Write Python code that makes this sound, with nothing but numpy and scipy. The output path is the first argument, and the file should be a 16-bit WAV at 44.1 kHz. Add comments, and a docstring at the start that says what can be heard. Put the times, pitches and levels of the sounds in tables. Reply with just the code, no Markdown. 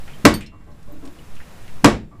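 """Jacking up a wooden building in a farmyard

A long-handled jack lifts the building; twice the load drops onto the catch. Each drop is a low push, then a steel clank
of noise bands and struck modes that shakes the timber and overloads the recorder. Loose parts clink and tick as the
handle is worked, and barns and trees return dull echoes as filtered, scattered copies. The recorder's gain control
ducks at the clanks, so the open-air hiss sinks and, after the first, swells slowly back."""
import sys
import numpy as np
from scipy import signal
from scipy.io import wavfile
from scipy.ndimage import minimum_filter1d

SR = 44100
rng = np.random.default_rng(int(sys.argv[2]) if len(sys.argv) > 2 else 0)


def wrap_up_sound(samples):
    """Save the sound to the file named by the first command line argument, as 16-bit audio."""
    columns = np.atleast_2d(samples).T
    # keep every value between -1 and 1, then stretch to whole-number steps
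    tamed = np.clip(columns, -1, 1)
    steps = np.round(tamed * 32767).astype(np.int16)
    wavfile.write(sys.argv[1], SR, steps)


N = 97020
T = np.arange(N) / SR   # seconds


def from_db(db):
    """Decibels to gain."""
    return 10 ** (np.asarray(db) / 20)


def rms_one(x):
    """Scale to unit rms."""
    return x / np.sqrt(np.mean(x ** 2) + 1e-20)


def at_hz(table, hz):
    """Read each column of a table at one frequency, interpolating over log frequency."""
    freqs, *columns = np.transpose(table)
    return [np.interp(np.log(hz), np.log(freqs), column) for column in columns]


def filtered(x, hz, kind, order=2):
    """Butterworth filter."""
    sections = signal.butter(order, np.clip(hz, 1, .45 * SR), kind, fs=SR, output="sos")
    return signal.sosfilt(sections, x + 1e-18)


def noise_bands():
    """Half-octave bands of noise as (centre Hz, band), unit power per octave."""
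    edges = 22 * 2 ** (np.arange(20) / 2)
    for low, high in zip(edges, edges[1:]):
        noise = rng.standard_normal(N + SR // 2)
        band = filtered(noise, [low, high], "band", order=3)[-N:]   # drop the filter's settling
        yield np.sqrt(low * high), rms_one(band) / np.sqrt(2)


def dying(start, t60):
    """Envelope that jumps to 1 and falls 60 dB in each t60 seconds."""
    return (T >= start) * np.exp(-np.log(1000) * np.clip((T - start) / t60, 0, 10))


def ring(start, hz, t60):
    """One struck mode: a sine that dies away exponentially."""
    return dying(start, t60) * np.sin(2 * np.pi * hz * (T - start))


def air():
    """Open air at the microphone: steady hiss and rumble over slow swings of pressure."""
    # Each row: frequency in Hz, level in dB per octave band.
    air_spectrum = [(30, -52), (70, -48), (150, -47), (300, -53.5), (600, -53.5), (1200, -53.5),
                    (2400, -55), (4800, -58), (9000, -58), (15000, -60.5)]
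    sway_db, sway_hz = -26.5, 6.3   # rms level, upper edge
    hiss = sum(from_db(at_hz(air_spectrum, hz)[0]) * band for hz, band in noise_bands())
    sway = rms_one(filtered(rng.standard_normal(2 * N), sway_hz, "low", order=3)[N:])
    return hiss + from_db(sway_db) * sway


def linkage():
    """Brief rubs of the linkage, and one ring of the handle: dying noise, each passed twice through one
    resonance."""
    # Small ticks and scrapes, and at 0.408 s the handle's ring near 2.4 kHz. Each row: start in seconds, level
    # in dB, centre in Hz, # sharpness Q of each pass (no lower than 0.5), t60 in seconds.
    ticks = [(0.0775, -39, 1760, 1.4, 0.08), (0.095, -47, 2340, 2, 0.3), (.135, -46, 3120, 13, 0.11),
             (.407, -27.5, 7950, 2.6, 0.13), (.408, -20, 2430, 1.7, 0.27), (.803, -68, 7500, 1.5, 0.045),
             (.829, -46.5, 5000, 0.73, 0.032), (.921, -47, 13600, 35, 0.087),
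             (1.052, -42, 3663, 0.51, 0.08), (1.055, -50, 8500, 8.7, 0.091), (1.0754, -40, 3370, 0.86, .03),
             (1.1294, -60, 14200, 20, .08), (1.188, -43, 2930, 7.3, 0.047), (1.3535, -49, 6100, .7, 0.077),
             (1.365, -45, 2660, 3.3, 0.16), (1.4024, -39.5, 1750, 2.3, 0.11),
             (1.427, -48.5, 2350, 1.1, 0.055), (1.679, -43.5, 2040, 1.24, 0.14)]
    out = np.zeros(N)
    for start, db, hz, q, t60 in ticks:
        peak = signal.iirpeak(hz, max(q, .5), fs=SR)
        once = signal.lfilter(*peak, rng.standard_normal(N))
        rub = signal.lfilter(*peak, once)
        out += from_db(db) * dying(start, t60) * rms_one(rub)
    return out


def clank(start, level_db, tilt_db, bass_db, mid_db, mid_hz, rebound_s):
    """A low push, the crack of steel, then the modes of jack and timber dying away into the yard."""
    # Dense ringing of jack and timber.
    # Each row: frequency in Hz, level in dB per octave band before the blow's colour, t60 in seconds.
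    body = [(40, -6.5, .55), (71, -6, 0.36), (129.6, -2, .42), (270, 1, 0.39), (520, -0.5, 0.27),
            (1100, 0.5, 0.24), (1970, -4, 0.29), (4430, -7, .255), (8200, -9.5, 0.21), (11000, -21, 0.2),
            (15000, -29, .2)]
    # Lingering sound of the yard. Each row: the same columns as the body.
    yard = [(40, -25, 2.2), (140, -21.5, 1.78), (300, -24, 1.1), (970, -28.5, 0.59), (3000, -31, 0.25),
            (8000, -41.5, .5), (15000, -54, .4)]
    # Strongest modes of the loaded jack.
    # Each row: frequency in Hz, mean level in dB before the blow's colour, t60 in seconds.
    jack_modes = [(98.2, 1, .35), (217.1, 7, 0.37), (277.1, 24, 0.11), (304.9, 12.5, .2), (354, 10, 0.22),
                  (459.5, 11, 0.15), (517.2, 5.5, .17), (585, 10.5, 0.16), (684.6, 7.5, 0.17),
                  (811.8, 3.5, 0.16), (947.7, 1.5, .2), (980, 5, 0.095), (1027.2, 9.5, 0.12),
                  (1104, 9, .18), (1159.5, 8, 0.14), (1545, 1.5, .19), (1951, 1, 0.18), (2227, 2.5, .2),
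                  (2606, -6, 0.067)]
    crack_db, crack_t60_s, crack_hz = 4.5, .04, 1100   # steel on steel
    push_lead_s, push_hz, push_db = .0075, 205, -3.5   # the frame gives just before the blow
    rebound_db = -0.5   # the load bounces and strikes again
    rise_cycles = 0.53   # build-up time constant, so deep resonances take longer
    boom_rise_s = 0.015   # the timber takes a moment to swing
    ring_hz, ring_db, ring_t60_s = 7510, -51, 2

    def colour(hz):
        """How hard this blow excites one frequency."""
        treble = tilt_db * np.log2(max(hz / crack_hz, 1))
        bass = bass_db * (hz < push_hz)
        mid = mid_db * np.exp(-np.log2(hz / mid_hz) ** 2)
        return from_db(treble + bass + mid)

    age = np.maximum(T - start, 0)
    crack = rms_one(filtered(rng.standard_normal(N), [crack_hz / 2, crack_hz * 2], "band"))
    out = from_db(crack_db) * dying(start, crack_t60_s) * crack

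    for hz, band in noise_bands():
        body_db, body_t60 = at_hz(body, hz)
        yard_db, yard_t60 = at_hz(yard, hz)
        rebound = from_db(rebound_db) * dying(start + rebound_s, body_t60)
        struck = np.hypot(dying(start, body_t60), rebound)
        decay = np.hypot(from_db(body_db) * struck, from_db(yard_db) * dying(start, yard_t60))
        rise = 1 - np.exp(-age * hz / rise_cycles)
        out += colour(hz) * band * decay * rise

    swing = 1 - np.exp(-age / boom_rise_s)
    for k, (hz, db, t60) in enumerate(jack_modes):
        mode_gain = from_db(db + rng.normal(0, 1))
        out += (-1) ** k * colour(hz) * mode_gain * swing * ring(start, hz, t60)   # alternating polarity

    lead = np.maximum(T - start + push_lead_s, 0)
    push_envelope = np.minimum(lead / push_lead_s, 1) * np.exp(-age / push_lead_s)
    out += from_db(push_db) * push_envelope * np.sin(2 * np.pi * push_hz * lead)
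    out += from_db(ring_db) * ring(start, ring_hz, ring_t60_s)
    return from_db(level_db) * out


def clanks():
    """The load drops onto the catch, each drop with its own weight and colour."""
    # Each row: start in seconds, level in dB, treble tilt in dB per octave, bass ring in dB,
    # mid ring in dB, centre of the mid ring in Hz, rebound delay in seconds.
    drops = [(0.2520, 0.5, 1, -0.5, -1, 480, .009), (1.8444, -2.5, 0.5, 2.5, 1.5, 527, 0.011)]
    return sum(clank(*row) for row in drops)


def clinks(hits, modes, contact_hz):
    """A small steel part: a short rattling contact and its ringing modes."""
    contact_db, contact_t60_s = -3, 0.077   # level of the noise before its band filter
    out = np.zeros(N)
    for start, db in hits:
        rattle = filtered(rng.standard_normal(N), [contact_hz / 2, contact_hz * 2], "band")
        contact = from_db(contact_db) * dying(start, contact_t60_s) * rattle
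        ringing = sum(from_db(mode_db) * ring(start, hz, t60) for hz, mode_db, t60 in modes)
        out += from_db(db) * (contact + ringing)
    return out


def catch():
    """The catch drops in and rings as a small steel part."""
    # Each row: start in seconds, level in dB.
    catch_hits = [(.3401, -6.5)]
    # Each row: frequency in Hz, level in dB relative to the hit, t60 in seconds.
    catch_modes = [(3110, -10.5, 0.14), (3580, -15, .18), (4500, -4, 0.14), (4585, -2.5, 0.098),
                   (6465, -17, 0.17), (8540, -2.5, 0.05), (8790, -6.5, 0.13), (12000, -13, 0.17),
                   (12400, -9, .13), (13870, -23, 0.2)]
    return clinks(catch_hits, catch_modes, contact_hz=6450)


def handle():
    """The handle knocks in its socket and rings in a few modes."""
    # Each row: start in seconds, level in dB.
    handle_hits = [(.4075, -27), (.4628, -18.5), (.7165, -43.5)]
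    # Each row: frequency in Hz, level in dB relative to the hit, t60 in seconds.
    handle_modes = [(2753, -12.5, 0.41), (4150, -8.5, 0.11), (5320, -7.5, 0.083)]
    return clinks(handle_hits, handle_modes, contact_hz=3130)


def echoes(x):
    """Each far surface returns a dull copy, scattered by a dying burst of noise."""
    # Far walls and trees. Each row: delay in seconds, level in dB before the band edges are cut,
    # low edge in Hz, high edge in Hz, scatter t60 in seconds.
    far_surfaces = [(.266, -35, 480, 1200, 0.11), (0.347, -42.5, 950, 1900, 0.078),
                    (.408, -38.5, 480, 890, .24), (0.523, -50.5, 680, 1400, .07),
                    (.615, -38, 418, 592, 0.29), (.665, -35, 110, 190, 0.27), (.768, -38.5, 430, 604, .2),
                    (.8, -38.5, 109.8, 190, 0.17), (0.888, -49, 400, 500, .3)]
    response = np.zeros(N)
    for delay, db, low_hz, high_hz, t60 in far_surfaces:
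        scatter = rng.standard_normal(N) * dying(delay, t60)
        scatter /= np.linalg.norm(scatter)   # unit energy
        dulled = filtered(scatter, high_hz, "low")
        response += from_db(db) * filtered(dulled, low_hz, "high")
    return signal.fftconvolve(x, response)[:N]


def scene():
    """Open air, jack and echoes as they reach the microphone; only the clanks are echoed."""
    blows = clanks()
    return (air() + linkage() + blows + catch() + handle() + echoes(blows))[None]


def gain_control(x):
    """Loud peaks pull the gain down; it holds, then creeps back."""
    threshold_db, depth_db = 2, 21.5   # depth is the deepest cut
    attack_s, hold_s, release_s = .0095, 0.26, .38
    level_db = 20 * np.log10(np.abs(x) + 1e-9)
    excess = np.clip(level_db - threshold_db, 0, depth_db)
    # Running maximum over the hold time just past
    hold = 2 * int(hold_s * SR / 2) + 1
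    held = -minimum_filter1d(-excess, hold, origin=hold // 2, mode="constant")
    # The cut in dB decays exponentially unless a louder peak renews it
    fade = np.exp(-T / release_s)
    cut_db = np.maximum.accumulate(held / fade) * fade
    pole = np.exp(-1 / (attack_s * SR))
    return x * from_db(-signal.lfilter([1 - pole], [1, -pole], cut_db))


def record(dry):
    """The recorder: gain control, soft overload on the clanks, and a steep top cut."""
    ceiling, cutoff_hz = .87, 15300   # ceiling as a fraction of full scale
    x = gain_control(dry[0]) / ceiling
    clipped = ceiling * x / (1 + x ** 4) ** (1 / 4)
    top_cut = signal.firwin(161, cutoff_hz, window="blackman", fs=SR)
    return signal.fftconvolve(clipped, top_cut, "same")[None]


dry = scene()
out = record(dry)
wrap_up_sound(out)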